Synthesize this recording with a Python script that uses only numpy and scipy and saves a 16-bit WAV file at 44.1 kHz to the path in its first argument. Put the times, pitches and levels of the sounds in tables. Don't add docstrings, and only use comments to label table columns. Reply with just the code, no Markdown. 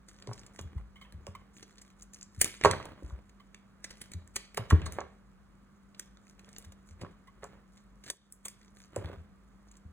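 import sys
import numpy as np
from scipy import signal
from scipy.fft import rfft, irfft
from scipy.io import wavfile
from scipy.ndimage import uniform_filter1d

SR = 44100
rng = np.random.default_rng(int(sys.argv[2]) if len(sys.argv) > 2 else 0)


def file_out(sig):
    cols = np.atleast_2d(sig).T
    lim = np.clip(cols, -1, 1)
    pcm = np.round(lim * 32767).astype(np.int16)
    wavfile.write(sys.argv[1], SR, pcm)


N = 437472
TIME, BINS = np.arange(N) / SR, np.fft.rfftfreq(N, 1 / SR)
BLOW_SAMPLES = SR / 100

# (start [s], length [s], rasp level before the overall trim [dB])
STROKES = [(0.084, 0.15, -71.5), (0.277, 0.18, -69.5), (0.554, 0.013, -65), (1.552, 0.091, -68.5),
           (1.678, 0.23, -73.5), (1.985, 0.042, -69.5), (2.155, 0.088, -68), (2.34, 0.079, -66),
           (2.439, 0.12, -60), (3.023, 0.081, -71), (3.841, 0.22, -69.5), (6.242, 0.081, -73),
           (6.43, 0.23, -72), (6.881, 0.035, -68), (7.74, 0.048, -67.5), (8.057, 0.029, -59.5),
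           (8.599, 0.093, -73), (8.763, 0.088, -67), (9.687, 0.075, -75)]
# (frequency [Hz], relative level [dB])
CRACK_COLOUR = [(60, -4.5), (350, -3), (900, -15), (1700, -4), (3600, -6), (5000, -1), (6600, 3), (8000, 1),
                (10500, -2), (13000, -4), (15000, -13.5), (16500, -16.5)]
# (frequency [Hz], relative level [dB])
MURMUR = [(20, -34), (35, -12), (50, 8.5), (70, -5.5), (200, -3), (280, -9.5), (560, -17.5), (900, -19.5),
          (1180, -13.5), (1900, -22.5), (2700, -29.5), (5000, -34.5), (14000, -43.5)]


def from_db(db):
    return 10 ** (np.asarray(db) / 20)


def read(points, hz):
    table_hz, value = np.transpose(points)
    return np.interp(np.log(hz + 1), np.log(table_hz + 1), value)


def unit(x):
    return x / np.sqrt(np.mean(x ** 2) + 1e-20)


def colour(x, points):
    return unit(irfft(rfft(x) * from_db(read(points, BINS)), N))


def drift(per_s):
    knots = rng.standard_normal(int(per_s * 3 * N / SR) + 2)
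    return unit(np.interp(TIME, np.linspace(0, N / SR, len(knots)), knots))


def add(mix, s, sound):
    part = mix[max(round(s * SR), 0):][:len(sound)]
    part += sound[:len(part)]


def level(rows, attack_db_per_s, release_db_per_s, resting_db):
    level_db = np.full(N, float(resting_db))
    for start, length, db in rows:
        swell_db = (TIME - start) * attack_db_per_s
        fade_db = (start + length - TIME) * release_db_per_s
        level_db = np.maximum(level_db, db + np.minimum(np.minimum(swell_db, fade_db), 0))
    return from_db(level_db)


def crackle(per_s, spread_db):
    size = from_db(spread_db * np.minimum(rng.exponential(1, N), 4))
    return unit(size * rng.choice([-1, 1], N) * (rng.random(N) < per_s / SR))


def blade(hz):
    # (frequency [Hz], width [Hz], strength [dB])
    blade_modes = [(6920, 1500, 5), (7150, 110, 2), (8170, 150, 5)]
    power = sum(from_db(2 * db) / (1 + (2 * (hz - f) / width) ** 2) for f, width, db in blade_modes)
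    return np.sqrt(1 + power)


def background(air_db=-62.0, waver=0.93, waver_db=1.0):
    # (frequency [Hz], average level [dB])
    hum_tones = [(48.6, -66), (197.5, -62.5)]
    air = from_db(air_db) * colour(rng.standard_normal(N), MURMUR)
    hum = np.zeros(N)
    for hz, db in hum_tones:
        strength = from_db(db + waver_db * drift(per_s=5.6))
        hum += strength * np.sin(2 * np.pi * hz * TIME + waver * drift(per_s=5))
    return air + np.sqrt(2) * hum


def crumbs():
    clicks = abs(crackle(per_s=220, spread_db=3.))
    pops = signal.oaconvolve(clicks, np.exp(-TIME[:300] / .001))[:N]
    return unit(pops * rng.standard_normal(N))


def rasp(level_db=-2.5, patchy_db=4.5):
    # (frequency [Hz], relative level [dB])
    rasp_colour = [(100, -26), (1000, -15), (2500, -8), (5000, -4), (6700, 3), (8500, -7.5), (11000, -9),
                   (14000, -10.5), (16000, -17.5)]
    grains = np.zeros(N)
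    for hz in np.geomspace(1500, 15000, num=7):
        clicks = crackle(per_s=2500, spread_db=3.5)
        band = signal.butter(2, [hz / 1.3, hz * 1.3], "band", fs=SR)
        grains += signal.lfilter(*band, clicks * from_db(patchy_db * drift(per_s=10)))
    clumps = grains * from_db(3.5 * drift(per_s=40))
    ringing = irfft(rfft(clumps) * blade(BINS), N)
    pressure = level(STROKES, attack_db_per_s=349, release_db_per_s=218.5, resting_db=-82)
    edge = .7 * colour(ringing, rasp_colour) + .8 * colour(crumbs(), CRACK_COLOUR)
    return from_db(level_db) * pressure * edge


def small_chips(per_s=55., over_db=0.0, spread_db=3.0, length_s=0.00082, body_db=1.5, bright_spread_db=10.0):
    start, length, db = np.transpose(STROKES)
    cut_s = np.cumsum(length)
    place, size, thickness, shade = rng.random((300, 4)).T
    due_s = (np.arange(len(place)) + place) / per_s
    stroke = np.searchsorted(cut_s, due_s[due_s < cut_s[-1]])
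    rows = []
    for k, due, a, b, c in zip(stroke, due_s, size, thickness, shade):
        s = start[k] + cut_s[k] - due
        chip_db = db[k] + over_db + spread_db * (2 * a - 1)
        chip_body_db = body_db + 10 * (b - .5)
        rows.append((s, chip_db, length_s * (.5 + b), chip_body_db, bright_spread_db * (2 * c - 1)))
    return rows


def cracks(level_db=0., rise=0.18, fall=0.7, spread_db=5.0, crumble_db=-22.5, crumble_s=0.022, even=0.13):
    # (time [s], treble level over 10 ms [dB],
    # length before shortening [s], body against treble [dB], added brightness of the treble [dB per octave])
    timed_cracks = [(0.087, -54, 0.0053, -7.5, -7), (0.224, -61, .0026, 8.5, 3),
                    (0.273, -55.5, 0.00069, 1.5, -14), (0.333, -51.5, 0.003, -6, -10),
                    (0.379, -63.5, 0.0021, 4.5, -10), (0.394, -53.5, 0.0017, -19, -21),
                    (0.465, -55.5, 0.0023, -7.5, -5), (0.591, -51, 0.0039, 3.5, -2),
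                    (0.613, -52.5, .0006, -17, 10), (1.124, -62, 0.0012, 3, 11),
                    (1.268, -53, 0.00071, 1, 4), (1.628, -53, 0.0042, -1.5, -6),
                    (1.783, -59.5, 0.0033, 1, -9), (1.817, -53.5, .0042, -9, -3),
                    (2.0227, -50, 0.0033, -17, -1), (2.03, -56.5, .002, -19, 6),
                    (2.135, -52, 0.0022, -12, -1), (2.145, -48, 0.0019, -18, -8),
                    (2.212, -52.5, .0015, -12, -19), (2.229, -45, 0.0015, -23, -29),
                    (2.4147, -18, 0.0032, -10.5, 5), (2.445, -28, .0007, -10, 4), (2.458, -47, .009, 5, 0),
                    (2.613, -52.5, 0.00055, 9.5, -9), (2.638, -41.5, 0.00042, 11.5, -4),
                    (2.649, -34.5, .0036, 5.5, -2), (2.656, -37, .0005, 2, -14),
                    (2.712, -34.5, 0.0013, 2, -5), (2.828, -62, .0006, 7, -10), (2.855, -53.5, .0015, 0, 8),
                    (3.295, -66, 0.0021, 0, -3), (3.546, -57.5, 0.0015, 4.5, -5),
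                    (3.844, -42.5, 0.0032, -1.5, -3.5), (3.908, -52.5, 0.0044, 2, 3),
                    (4.016, -44.5, 0.0032, -3.5, 7.5), (4.118, -52, 0.0024, -3, 4),
                    (4.136, -49, 0.0027, -1, 5), (4.276, -60, 0.0014, -6.5, 2),
                    (4.36, -34.5, 0.0029, -10, 2), (4.364, -36, 0.0022, -0.5, -3.5),
                    (4.546, -52.5, 0.0024, -0.5, 12), (4.574, -37.5, 0.0039, 1.5, 8.5),
                    (4.704, -40.5, 0.0047, 3, 3.5), (4.818, -61.5, 0.00065, 13.5, -8),
                    (4.861, -44.5, 0.0058, 1, -4), (4.923, -46, 0.00061, -8.5, 1),
                    (5.006, -52.5, 0.0013, -1, -13.5), (5.947, -71.5, .0024, 12, -2),
                    (5.9963, -40.5, 0.002, -8, 0), (6.172, -71, 0.0012, 8.5, -1.5),
                    (6.298, -62.5, .00079, -9, 0), (6.394, -62, 0.0025, 3.5, 7),
                    (6.491, -64.5, .0008, 0, 1), (6.53, -59.5, 0.0018, -8, -2), (6.564, -55, .0014, 2, -25),
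                    (6.584, -46, 0.0012, -15, 15), (6.625, -63, .0017, -3, 7.5),
                    (6.648, -59, .003, -0.5, 6.5), (6.722, -59.5, 0.0025, -2.5, 7),
                    (7.015, -56.5, 0.0061, 4.5, -0.5), (7.442, -52, .00088, -8, 0.5),
                    (8.04, -56.5, 0.0044, -0.5, -4), (8.066, -60.5, 0.0065, 7, 1.5),
                    (8.086, -54.5, 0.0061, 3, 0.5), (8.102, -34.5, 0.0026, -8, -1),
                    (8.324, -48, 0.0011, -25.5, 10.5), (8.455, -38, .005, -9, 9.5),
                    (8.483, -42.5, 0.0013, -11, 3.5), (8.962, -44.5, 0.00064, -6.5, 6),
                    (9.058, -65.5, .0012, 15.5, 6), (9.715, -59.5, .0021, -15, 0.5),
                    (9.769, -61, 0.0038, -12, 2.5)]
    out, size = np.zeros(N), 4096
    t, hz = (np.arange(size) - size // 4) / SR, np.fft.rfftfreq(size, 1 / SR)
    treble, body = hz > 5500, (hz > 1500) & (hz < 4500)
    depth = np.interp(hz, [3500, 6500], [1, 0])
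    octaves = np.log2(np.clip(hz, 5000, 13000))
    for s, db, length, body_db, bright_db in timed_cracks + small_chips():
        length = max(length - .0004, .0003)
        burst = np.exp(-abs(t) / (length * np.where(t < 0, rise, fall) * 2))
        debris = from_db(crumble_db) * np.exp(-abs(t) / np.where(t < 0, length, crumble_s))
        grain_db = spread_db * np.clip(rng.standard_normal(size), -2, 2)
        grains = rng.standard_normal(size) * from_db(grain_db)
        shape_db = 3 * unit(uniform_filter1d(rng.standard_normal(len(hz)), size=70))
        chip_db = bright_db * (octaves - octaves.mean()) + shape_db
        ring = blade(hz) ** np.interp(db, [-50, -25], [.7, .3])
        spectrum = rfft(grains * (burst + debris))
        spectrum /= uniform_filter1d(abs(spectrum) ** 2, size=31) ** (np.clip(even, 0, 1) / 2)
        spectrum *= from_db(read(CRACK_COLOUR, hz) + chip_db) * ring
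        spectrum /= np.linalg.norm(spectrum[treble])
        spectrum *= (from_db(body_db) / np.linalg.norm(spectrum[body])) ** depth
        add(out, s + t[0], irfft(spectrum) * np.sqrt(BLOW_SAMPLES * size / 2) * from_db(db + level_db))
    return out


def rustle(level_db=-2.5, uneven_db=3.5):
    # (start [s], length [s], level before the overall trim [dB])
    grips = [(0.18, 0.34, -60.5), (0.62, 0.19, -60), (1.02, 0.44, -64), (2.7, 0.048, -45),
             (2.78, 0.11, -47), (2.98, 0.18, -56.5), (3.8, 0.42, -64), (4.72, 0.25, -47),
             (6.38, 0.32, -62.5), (7.02, 0.039, -53.5), (7.43, 0.12, -57), (8.98, 0.074, -48),
             (9.04, 0.075, -47)]
    # (frequency [Hz], relative level [dB])
    rustle_colour = [(30, -7), (75, 8), (150, 6), (280, 1), (550, 0), (850, -6.5), (1300, -5.5),
                     (2200, -11.5), (4000, -22), (8000, -33.5)]
    grains = crackle(per_s=900, spread_db=2.5) * from_db(uneven_db * drift(per_s=55))
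    movement = level(grips, attack_db_per_s=247, release_db_per_s=149.5, resting_db=-75)
    return from_db(level_db) * movement * colour(grains, rustle_colour)


def knocks(level_db=-4.5, cycles=0.81, grit=0.78, grit_s=0.0017, scatter=0.17, scatter_s=0.02,
           weight=0.05, weight_hz=165):
    # (time [s], level before the overall trim [dB], pitch [Hz])
    chunks = [(0.2749, -41, 510), (0.291, -43, 557), (0.314, -40, 804), (0.5916, -44, 750),
              (1.2696, -41.5, 624), (2.6475, -25.5, 1445), (2.6491, -11.5, 864), (2.6566, -19.5, 579.4),
              (2.663, -22.5, 398), (2.7119, -30, 1094), (2.7345, -30.5, 1270), (2.8012, -38.5, 1090),
              (2.8562, -41.5, 706), (3.024, -43.5, 312), (3.1063, -51, 940), (4.3636, -45, 870),
              (4.5784, -28, 804), (4.709, -24, 1160), (4.727, -31.5, 1035), (4.7289, -24, 255),
              (4.8653, -38.5, 744), (4.986, -27, 789), (5.0136, -38, 923), (7.018, -45, 601),
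              (7.034, -35.5, 167), (7.048, -42.5, 1023), (7.4328, -39, 868), (7.445, -42, 895),
              (8.1005, -37, 3520), (8.1028, -47, 541.5), (8.4615, -48, 1121), (8.9646, -27.5, 554),
              (9.0239, -42, 507), (9.0988, -40.5, 499)]
    # (frequency [Hz], relative level [dB], time to fall 60 dB [s])
    knock_modes = [(336.8, -28.5, 0.053), (407, -17.5, 0.065), (542, -15.5, 0.028), (993, -21, 0.022),
                   (1116, -18.5, 0.04), (1510, -21.5, 0.0053)]
    out, t = np.zeros(N), np.arange(SR // 8) / SR
    ring = np.zeros(len(t))
    for hz, db, t60 in knock_modes:
        ring += 0.13 * from_db(db - 60 * t / t60) * np.cos(2 * np.pi * hz * t)
    for s, db, hz in chunks:
        push_s = max(cycles / (2 * hz), BLOW_SAMPLES / SR / 30)
        push = np.sin(2 * np.pi * hz * t) * hz * t * np.exp(-t / push_s)
        band = signal.butter(2, np.minimum(hz, 1500) * np.array([.5, 1.7]), "band", fs=SR)
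        flakes = signal.lfilter(*band, rng.standard_normal(len(t)) ** 3)
        heft = min(1, 1300 / hz) ** 3
        flakes *= from_db(4 * drift(per_s=90)[:len(t)])
        crush = grit * np.exp(-t / grit_s) + scatter * np.exp(-t / scatter_s)
        blow = push / abs(push).max() + heft * unit(flakes) * crush
        blow += heft * weight * np.sin(2 * np.pi * weight_hz * t) * np.exp(-t / 0.053)
        blow = blow + signal.fftconvolve(blow, ring)[:len(t)]
        strength = from_db(db + level_db) * np.sqrt(BLOW_SAMPLES) / np.linalg.norm(blow[:SR // 150])
        add(out, s, strength * blow)
    return out


def thumps(level_db=3.5, swell_s=0.013, sag=1.0, sag_s=0.0019, rough=0.37, upper=0.4):
    # (time [s], level before the overall trim [dB], pitch it settles to [Hz])
    booms = [(0.281, -42.5, 116.3), (0.602, -46.5, 81), (0.647, -44.5, 76), (0.755, -36, 68.7),
             (0.8, -42.5, 55), (1.139, -47, 79.7), (1.181, -48, 74.6), (1.282, -46, 89.4),
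             (2.376, -44.5, 85.45), (2.662, -35.5, 90.1), (2.703, -38.5, 93.6), (3.033, -42, 64.45),
             (3.074, -47, 72.9), (3.118, -41.5, 65.2), (4.145, -37.5, 85.8), (4.59, -40.5, 111.3),
             (4.722, -18.5, 80.3), (4.817, -37.5, 81.4), (4.894, -41, 68.4), (6.661, -51.5, 81.3),
             (6.905, -48.5, 79.8), (7.015, -46, 97.6), (8.972, -41.5, 101.4), (9.041, -40, 82.3),
             (9.167, -46.5, 81.4), (9.852, -44.5, 77.3)]
    out, t = np.zeros(N), np.arange(SR // 4) / SR
    swell = (t / swell_s * np.exp(1 - t / swell_s)) ** 0.8
    for s, db, hz in booms:
        angle = 2 * np.pi * np.cumsum(hz * (1 + sag * np.exp(-t / sag_s))) / SR
        overtone = upper * np.exp(-t / swell_s / 2) * np.sin(2 * angle)
        add(out, s, from_db(db + level_db) * np.sqrt(2) * swell * (np.sin(angle) + overtone))
    uneven = out * (1 + rough * drift(per_s=25))
    return signal.lfilter(*signal.butter(2, 40, "high", fs=SR), uneven)


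def taps(grit=0.15, touch=0.25, rub_db_per_octave=18.0, bend=0.059, waver=0.019):
    # (time [s], loudest level over 10 ms [dB], scuff length [s], pitch against modes [ratio])
    scuffs = [(0.778, -57, .005, .95), (0.956, -56, 0.013, 0.99), (1.011, -52.5, 0.016, 1.01),
              (1.043, -62, 0.015, 0.86), (1.35, -44, 0.0064, .98), (2.987, -61.5, 0.0044, 0.97),
              (3.398, -57.5, 0.01, 1.02), (7.271, -56, 0.0098, 0.96)]
    # (frequency [Hz], relative level [dB], time to fall 60 dB [s])
    knife_modes = [(1100, 12, 0.057), (2086, 1, 0.014), (2990, -9, 0.02)]
    out, t = np.zeros(N), np.arange(SR // 6) / SR
    for s, db, scuff_s, pitch in scuffs:
        tilt = rub_db_per_octave * np.interp(scuff_s, [.004, .012], [0, 1])
        ring = np.zeros(len(t))
        for hz, mode_db, t60 in knife_modes:
            fade_db = mode_db + tilt * np.log2(hz / 1000) - 60 * t / t60
            ring += from_db(fade_db) * np.cos(2 * np.pi * hz * t)
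        scuff = rng.standard_normal(len(t)) * np.exp(-t / scuff_s) * (1 - np.exp(-t / (touch * scuff_s)))
        ringing = signal.fftconvolve(scuff, ring)[:len(t)]
        speed = pitch * (1 + bend * np.tanh(t / .04) + waver * drift(per_s=71)[:len(t)])
        sound = unit(np.interp(np.cumsum(speed) / SR, t, ringing)) + grit * unit(scuff)
        loudest = np.sqrt(uniform_filter1d(sound ** 2, size=int(BLOW_SAMPLES)).max())
        add(out, s, from_db(db) * sound / loudest)
    return out


def room(x, build_s=0.0019):
    # (frequency [Hz], time [s])
    room_t60 = [(80, 0.8), (300, 0.3), (1200, 0.39), (2200, 0.46), (4300, 0.47), (7000, 0.45),
                (15000, 0.22)]
    # (frequency [Hz], level [dB])
    room_send = [(80, -15.5), (300, -3.5), (900, -10), (1400, -9.5), (2200, -7.5), (3600, -6.5),
                 (7000, -17.5), (15000, -18)]
    echoes = unit(rng.standard_normal(SR) * from_db(2.5 * drift(per_s=70)[:SR]))
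    hz, t, bands = signal.stft(echoes, SR, nperseg=256)
    t60 = read(room_t60, hz)[:, None]
    fade = from_db(read(room_send, hz)[:, None] - 60 * t / t60)
    bands *= fade * np.sqrt(2 * np.log(1000) / (t60 * SR))
    tail = signal.istft(bands, SR, nperseg=256)[1][:SR] * (1 - np.exp(-TIME[:SR] / build_s))
    return signal.fftconvolve(x, tail)[:N]


def reflections(x):
    angle = 2 * np.pi * TIME
    return room(x * np.cos(angle)) + room(x * np.sin(angle))


def room_level(around_db=-1.5, dip_at_s=8.08, dip_db=-21, fall_s=0.054, return_s=0.17):
    since = np.maximum(TIME - dip_at_s, 0)
    return from_db(around_db + dip_db * np.minimum(since / fall_s, 1) * np.exp(-since / return_s))


def ports(x, apart):
    # (frequency [Hz], lead of the left [radians])
    port_phase = [(0, 0), (300, -.45), (750, -.7), (950, -.1), (1500, 0), (2250, .7), (2500, 2.0),
                  (3300, 2.2), (4200, 2.0), (5050, 3.14), (7600, 6), (9400, 6.45), (11200, 8.9),
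                  (13500, 9.6), (14700, 12)]
    # (frequency [Hz], left minus right [dB])
    port_balance = [(60, 1.3), (150, .7), (500, -3.5), (2200, -3.5), (4000, 0)]
    half = from_db(read(port_balance, BINS) / 2) * np.exp(1j * read(port_phase, BINS) / 2)
    return irfft(rfft(np.array([x + apart, x - apart])) * np.array([half, 1 / half]), N)


def scene(apart_db=-7.5, loose_air_db=-60.0):
    soap = cracks() + knocks() + taps() + thumps() + rasp() + rustle()
    around = room_level()
    loose_air = from_db(loose_air_db) * colour(rng.standard_normal(N), MURMUR)
    diffuse = from_db(apart_db) * around * (reflections(soap) + loose_air)
    return ports(soap + around * (reflections(soap) + background()), diffuse)


def record(dry, edge_hz=16200):
    lowpass = signal.firwin(511, edge_hz, window=("kaiser", 9), fs=SR)
    return signal.oaconvolve(dry, lowpass[None], "same")


dry = scene()
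out = record(dry)
file_out(out)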